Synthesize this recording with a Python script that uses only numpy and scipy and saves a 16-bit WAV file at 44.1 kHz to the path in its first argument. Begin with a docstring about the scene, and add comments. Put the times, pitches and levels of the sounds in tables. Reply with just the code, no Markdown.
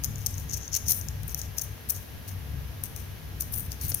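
"""Sharp steel snaps and short rattles, close to the left microphone, over a quiet room's low rumble.
A watch bracelet is being turned over in the fingers: single links snap against their pins, the clasp
knocks, and runs of links slide and chatter. Steel scrapes softly on skin; near the end the case bumps.
The right microphone, farther off, hears the links quieter and a little later.
The room returns a soft bright tail, with a faint appliance hum and hiss underneath."""
import sys
import numpy as np
from scipy import signal
from scipy.fft import rfft, irfft
from scipy.io import wavfile

SR = 44100
rng = np.random.default_rng(int(sys.argv[2]) if len(sys.argv) > 2 else 0)


def to_wav(sig):
    """Store sig (one row per channel, or 1-D mono) as 16-bit WAV at the path in sys.argv[1].

    Samples outside -1..1 are clipped; the rate is SR.
    """
    pcm = np.clip(np.atleast_2d(sig), -1, 1) * 32767
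    pcm = np.round(pcm).astype(np.int16)
    wavfile.write(sys.argv[1], SR, pcm.T)  # frames by channels


N = 176400
FAR_CLICK_DB, FAR_RATTLE_DB = -13, -9.5  # right microphone against the left
FAR_LIKENESS = .35  # correlation of contact noise between the microphones
LINK_DETUNE = .012  # no two links are pitched quite alike


def amp(db):
    """Decibels to gain."""
    return 10 ** (np.asarray(db) / 20)


def pan(right_db):
    """Gains for the microphone pair, the left at unity."""
    return amp([[0], [right_db]])


def unit(x):
    """Scales to rms 1."""
    return x / np.sqrt(np.mean(x ** 2) + 1e-20)


def colour(x, spectrum):
    """Filters by a curve of (f/Hz, level/dB) points."""
    hz, db = np.transpose(spectrum)
    f = np.fft.rfftfreq(x.shape[-1], 1 / SR)
    gain = amp(np.interp(np.log(f + 1), np.log(hz), db))
    return irfft(rfft(x) * gain, x.shape[-1])


def noise_pair(size, likeness=FAR_LIKENESS):
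    """Partly alike white noise for the two microphones."""
    left, other = rng.standard_normal((2, size))
    return np.array([left, likeness * left + np.sqrt(1 - likeness ** 2) * other])


def add(mix, s, sound):
    """Adds a stereo sound at time s."""
    at = round(s * SR)
    part = mix[:, max(at, 0):max(at + sound.shape[1], 0)]
    part += sound[:, max(-at, 0):][:, :part.shape[1]]


def modes(table, size, pitch=1):
    """Struck metal: dying sines of total energy 1."""
    t = np.arange(size) / SR
    ring = sum(amp(db - 60 * t / t60) * np.sin(2 * np.pi * hz * pitch * t) for hz, db, t60 in table)
    return ring / np.linalg.norm(ring)


def room_tone():
    """The quiet room at both microphones: wavering rumble, even hiss and a faint appliance hum."""
    # spectra of the rumble and the hiss (f/Hz, level/dB)
    rumble_colour = [(12, -19), (30, -18.5), (48, -14), (66, 3), (82, -8.5), (98, 1), (118, -12.5),
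                     (145, -6), (175, -19), (280, -28), (500, -48.5), (1500, -82)]
    hiss_colour = [(30, -63), (200, 16.5), (350, 8.5), (700, 6.5), (1200, 2.5), (2000, 2.5), (3000, 1.5),
                   (4500, -3), (6200, -2.5), (7300, -11.5), (8300, -14), (10000, -5), (12000, 1),
                   (14000, -1), (15700, -9.5)]
    # rise and fall of the rumble (t/s, relative level/dB)
    rumble_level = [(0.0, -38), (0.1, -32.5), (0.26, -39), (0.53, -33.5), (0.65, -45.5), (0.73, -36),
                    (0.77, -51.5), (0.88, -33), (0.91, -40.5), (1.16, -35), (1.38, -41.5), (1.48, -37.5),
                    (1.59, -47.5), (1.74, -38), (1.8, -49.5), (1.97, -39), (2.05, -47), (2.18, -40),
                    (2.26, -46), (2.33, -38), (2.48, -39.5), (2.55, -33), (2.73, -41.5), (3.66, -37.5),
                    (3.79, -46.5), (3.85, -31.5), (3.98, -39), (4.0, -44)]
    # the appliance's tones (f/Hz, level/dB)
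    hum_lines = [(446.8, -65), (1647, -66.5), (1868, -71.5)]
    t = np.arange(N) / SR
    swell = amp(3 + np.interp(t, *np.transpose(rumble_level)))
    rumble = swell * unit(colour(noise_pair(N, likeness=.81), rumble_colour)) * pan(-3.5)
    hiss = amp(-46.5) * unit(colour(noise_pair(N, likeness=.12), hiss_colour)) * pan(-1.5)
    hum = sum(np.sqrt(2) * amp(db) * np.sin(2 * np.pi * (hz * t + rng.random())) for hz, db in hum_lines)
    return rumble + hiss + hum


def link_ring(contact, bright_db):
    """A contact rings a steel link at its own pitch, the tick bright_db above the clack; rms 1."""
    # spectra of a link's lower clack and bright tick (f/Hz, level/dB)
    clack = [(300, -44), (1200, -51), (2600, -35), (3700, -24.5), (5150, -6), (5650, 4.5), (6550, 10),
             (7200, -7.5), (8200, -15), (12000, -37)]
    tick = [(3000, -22), (7400, -18), (8500, -2), (10200, 0), (11400, 0.5), (12600, 4), (13900, 4.5),
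            (15000, 6.5), (15800, -7), (17500, -10)]
    detune = [1 + LINK_DETUNE * rng.uniform(-1.23, 1), 1]  # shifts the frequency column only
    clack, tick = np.multiply(clack, detune), np.multiply(tick, detune)
    return np.array([unit(unit(colour(side, clack)) + amp(bright_db) * unit(colour(side, tick)))
                     for side in contact])


def link_snap(s, level_db, bright_db, size=1024):
    """One hard contact of a link, damped at once by the fingers, with a little chatter after it."""
    rise_s, ring_s, chatter_s, chatter_db = .00028, .00058, .0022, -15
    strike_share = .22  # of the contact's energy, in the first impact
    t = (np.arange(size) - size // 8) / SR
    after = np.maximum(t, 0)
    decay = np.exp(-after / ring_s) + amp(chatter_db) * np.exp(-after / chatter_s)
    envelope = np.exp(np.minimum(t, 0) / rise_s) * decay
    strike, burst = unit(1. * (t == 0)), unit(envelope * noise_pair(size))
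    contact = np.sqrt(strike_share) * strike + np.sqrt(1 - strike_share) * burst
    gain = amp(level_db) * np.sqrt(.001 * SR / size)  # level as if all energy fell in 1 ms
    return s + t[0], gain * link_ring(contact, bright_db) * pan(FAR_CLICK_DB)


def clasp_knock(s, level_db):
    """The plate of the folding clasp gives a short, lower knock under a snap."""
    # modes of the plate (f/Hz, level/dB, t60/s)
    plate_modes = [(2680, -2.5, 0.013), (3310, -7, 0.0098), (4380, -6.5, 0.01), (5050, 11.5, 0.016)]
    gain = amp(level_db) * np.sqrt(.001 * SR)  # level as if all energy fell in 1 ms
    return s, gain * modes(plate_modes, size=1024) * pan(FAR_CLICK_DB)


def link_rattle(s, swell_s, fade_s, level_db, bright_db):
    """A run of links slides: many tiny uneven knocks and some rubbing swell and fade around time s."""
    knocks_per_s, spread_db, grain_s, rub_share = 520, 2.2, .0005, .33
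    edge_db = -29  # the envelope swell_s before and fade_s after its peak
    t = np.arange(-SR // 4, SR // 4) / SR
    envelope = amp(edge_db * np.where(t < 0, abs(t / swell_s) ** 3.4, abs(t / fade_s) ** 2.06))
    hits = rng.random(len(t)) < knocks_per_s / SR
    knocks = hits * amp(spread_db * np.minimum(rng.exponential(1, len(t)), 3))
    grains = unit(signal.lfilter([1], [1, -np.exp(-1 / (grain_s * SR))], knocks))
    contact = envelope * np.sqrt(rub_share + (1 - rub_share) * grains ** 2) * noise_pair(len(t))
    hz = np.arange(100, SR / 2, 300)
    ripple = np.c_[hz, rng.normal(0, 2, len(hz))]  # each run has its own spectral peaks and dips
    chatter = link_ring(colour(contact, ripple), bright_db)
    clack_share = 1 / np.hypot(1, amp(bright_db))
    ring = amp(-7) * clack_share * fine_ring(contact)
    gain = amp(level_db) * np.sqrt(np.mean(envelope ** 2))
    return s + t[0], gain * (chatter + ring) * pan(FAR_RATTLE_DB)


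def fine_ring(contact):
    """The links' narrow modes ring on briefly after each knock."""
    # modes of a run of links (f/Hz, level/dB, t60/s)
    link_modes = [(5480, -9, .06), (5600, -7, 0.066), (5914, 5, 0.075), (6150, 2, .05), (6260, 2, 0.064)]
    ring = modes(link_modes, size=2048, pitch=1 + LINK_DETUNE * rng.uniform(-1.1, 1))
    return unit(signal.fftconvolve(contact, ring[None], axes=1)[:, :contact.shape[1]])


def room_tail(direct, build_s=.0049, t60_s=.5):
    """The room returns a diffuse tail to both microphones; it builds quickly and dies away."""
    # colour of the reflections (f/Hz, level/dB)
    tail_colour = [(3000, -5.5), (6000, -2), (9500, -2), (12000, 2.5), (14000, -4.5)]
    t = np.arange(SR // 2) / SR
    tail = rng.standard_normal((2, len(t))) * (1 - np.exp(-t / build_s)) * amp(-60 * t / t60_s)
    tail *= amp(-11.5) * pan(-6.5) / np.linalg.norm(tail[0])
    return signal.fftconvolve(colour(direct, tail_colour)[None], tail, axes=1)[:, :N]


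def finger_scrapes():
    """The bracelet slips through the fingers in soft swells of friction noise, a little to the left."""
    # scrapes (t/s, length/s, level/dB)
    scrapes = [(0.755, 0.041, -36), (0.912, 0.033, -41.5), (1.901, 0.013, -42), (2.286, 0.024, -47),
               (3.72, 0.0089, -41), (3.847, 0.078, -42.5), (3.922, 0.014, -39)]
    # spectrum of steel on skin (f/Hz, level/dB)
    scrape_colour = [(800, -41), (1700, -7), (2700, -0.5), (3500, -6.5), (4400, 5.5), (5200, 0.5),
                     (7000, -4)]
    t = np.arange(N) / SR
    envelope = sum(amp(db) * np.exp(-(2 * (t - s) / length) ** 2) for s, length, db in scrapes)
    return envelope * unit(colour(noise_pair(N), scrape_colour)) * pan(-2.5)


def case_bump(s, level_db, decay_s):
    """The watch case bumps dully against the fingers."""
    # spectrum of the bump (f/Hz, level/dB)
    bump_colour = [(100, -16), (550, 13.5), (1000, -12), (1500, 9), (2500, -24), (6000, -26)]
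    t = np.arange(N) / SR
    return s, amp(level_db) * np.exp(-t / decay_s) * unit(colour(noise_pair(N), bump_colour))


def scene():
    """The bracelet in the hand, close to the left microphone, with the room around it."""
    # single links snapping (t/s, level/dB, tick over clack/dB)
    snaps = [(0.038, -19.5, 1), (0.045, -13, 1.5), (.158, -27.5, -6), (.1827, -33, 3), (.2175, -38, -10),
             (.2629, -12.5, 1), (0.266, -16.5, 1), (0.2684, -14.5, 5), (0.3423, -30, -15),
             (0.3816, -27.5, -5), (.4976, -26, -21), (0.508, -33, -12), (.513, -26, -16),
             (.5354, -19.5, -11), (.5402, -21, -11), (0.5448, -23, -8), (.574, -29, -1), (.613, -37, -18),
             (.6285, -42, -18), (0.65, -36, -18), (0.6798, -25, -18), (.732, -21.5, -24),
             (0.7434, -16, -16), (.7484, -22, -16), (.7518, -13.5, -2), (0.7642, -22, -11), (0.767, -19, 0),
             (0.773, -23, 0), (0.857, -37, -8), (0.8826, -18.5, 4), (0.8848, -14.5, -1), (.8884, -20.5, -7),
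             (.899, -20, 10), (.9194, -11, 5), (1.013, -25.5, -6), (1.0859, -22, -5.5), (1.2333, -28.5, 12),
             (1.28, -25, 22), (1.2823, -26, 27), (1.2953, -29.5, -4), (1.3463, -14.5, 3), (1.4165, -22, -8),
             (1.578, -36, 0), (1.5835, -18, -3), (1.5855, -15.5, 2), (1.595, -22, -8), (1.614, -25, 6),
             (1.6186, -19.5, 5), (1.6223, -21.5, 6), (1.889, -27, 25), (1.9036, -13, 10),
             (1.907, -14.5, 13), (1.9205, -31, 18), (1.9635, -31, 3), (2.2915, -34, 6), (2.8371, -18.5, 33),
             (2.8384, -19, 17), (2.9632, -25.5, 5.5), (3.4065, -26, 21), (3.409, -14, 11.5),
             (3.422, -27.5, -5), (3.541, -20, 15), (3.5434, -22, 17), (3.556, -37, 20), (3.572, -33, 23),
             (3.585, -30, 22), (3.606, -28, 15), (3.719, -25, 2), (3.8129, -27, 0), (3.8515, -25, 7),
             (3.8835, -25, 14), (3.8858, -33, 16), (3.8935, -23, 21), (3.898, -20, 24), (3.905, -33, 16),
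             (3.9193, -24, -14), (3.9434, -15.5, 19), (3.9465, -10, 23)]
    # knocks of the clasp (t/s, level/dB)
    clasp_knocks = [(.0381, -27), (.044, -28), (.265, -41), (.7518, -34), (.7665, -45.5), (.8851, -45),
                    (0.9198, -28), (1.3462, -48), (3.7196, -33)]
    # runs of links sliding (peak t/s, swell/s, fade/s, level/dB, tick over clack/dB)
    link_runs = [(.05, 0.023, 0.02, -30, 11), (.22, 0.073, 0.33, -44, 5), (.385, 0.02, 0.1, -41, 6),
                 (0.509, 0.032, 0.022, -38.5, -4), (.54, 0.023, 0.025, -28.5, -2),
                 (.575, .015, 0.012, -32, 2), (.645, 0.052, 0.07, -41, -22),
                 (.754, 0.042, 0.028, -27.5, -6), (0.771, 0.016, 0.0073, -23, 1),
                 (0.87, 0.013, 0.029, -33, -2), (0.889, 0.011, 0.028, -26, 8),
                 (.917, 0.038, 0.023, -18.5, 10.5), (.96, 0.11, 0.078, -31.5, 20),
                 (1.318, 0.06, 0.026, -39, 8), (1.39, 0.025, 0.037, -33, 5), (1.45, 0.055, 0.034, -43.5, 1),
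                 (1.589, 0.026, 0.02, -31, 9), (1.618, 0.0054, 0.0054, -27.5, 3),
                 (1.64, 0.011, 0.02, -34, 19), (1.891, 0.0014, 0.035, -27.5, 32),
                 (1.905, 0.012, 0.0082, -20.5, 13), (1.921, 0.0088, 0.0086, -31, 29),
                 (1.96, 0.018, 0.032, -37.5, 2), (2.29, 0.023, 0.063, -39.5, 8.5),
                 (2.841, 0.0031, 0.042, -34.5, 9), (2.969, 0.025, 0.13, -42, 9),
                 (3.408, 0.01, 0.043, -29.5, 13), (3.542, 0.032, 0.0096, -29, 21),
                 (3.579, 0.053, 0.075, -29, 22), (3.66, 0.036, 0.036, -42.5, 14),
                 (3.721, 0.026, 0.058, -41, 4.5), (3.851, 0.052, 0.041, -31.5, 15),
                 (3.897, 0.021, 0.028, -26.5, 19), (3.99, 0.092, 0.074, -40, 5)]
    mix, bracelet = room_tone() + finger_scrapes(), np.zeros((2, N))
    add(mix, *case_bump(3.918, level_db=-33, decay_s=.0024))
    for source, events in (link_snap, snaps), (clasp_knock, clasp_knocks), (link_rattle, link_runs):
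        for event in events:
            add(bracelet, *source(*event))
    near, far = bracelet
    far = np.pad(far, (round(.0003 * SR), 0))[:N]  # reaches the right microphone 0.3 ms later
    return mix + np.array([near, far]) + room_tail(near)


def record(dry, cutoff_hz=15880):
    """The recorder's band limit."""
    taps = signal.firwin(401, cutoff_hz, window=("kaiser", 8), fs=SR)
    return signal.oaconvolve(dry, taps[None], "same")


dry = scene()
out = record(dry)
to_wav(out)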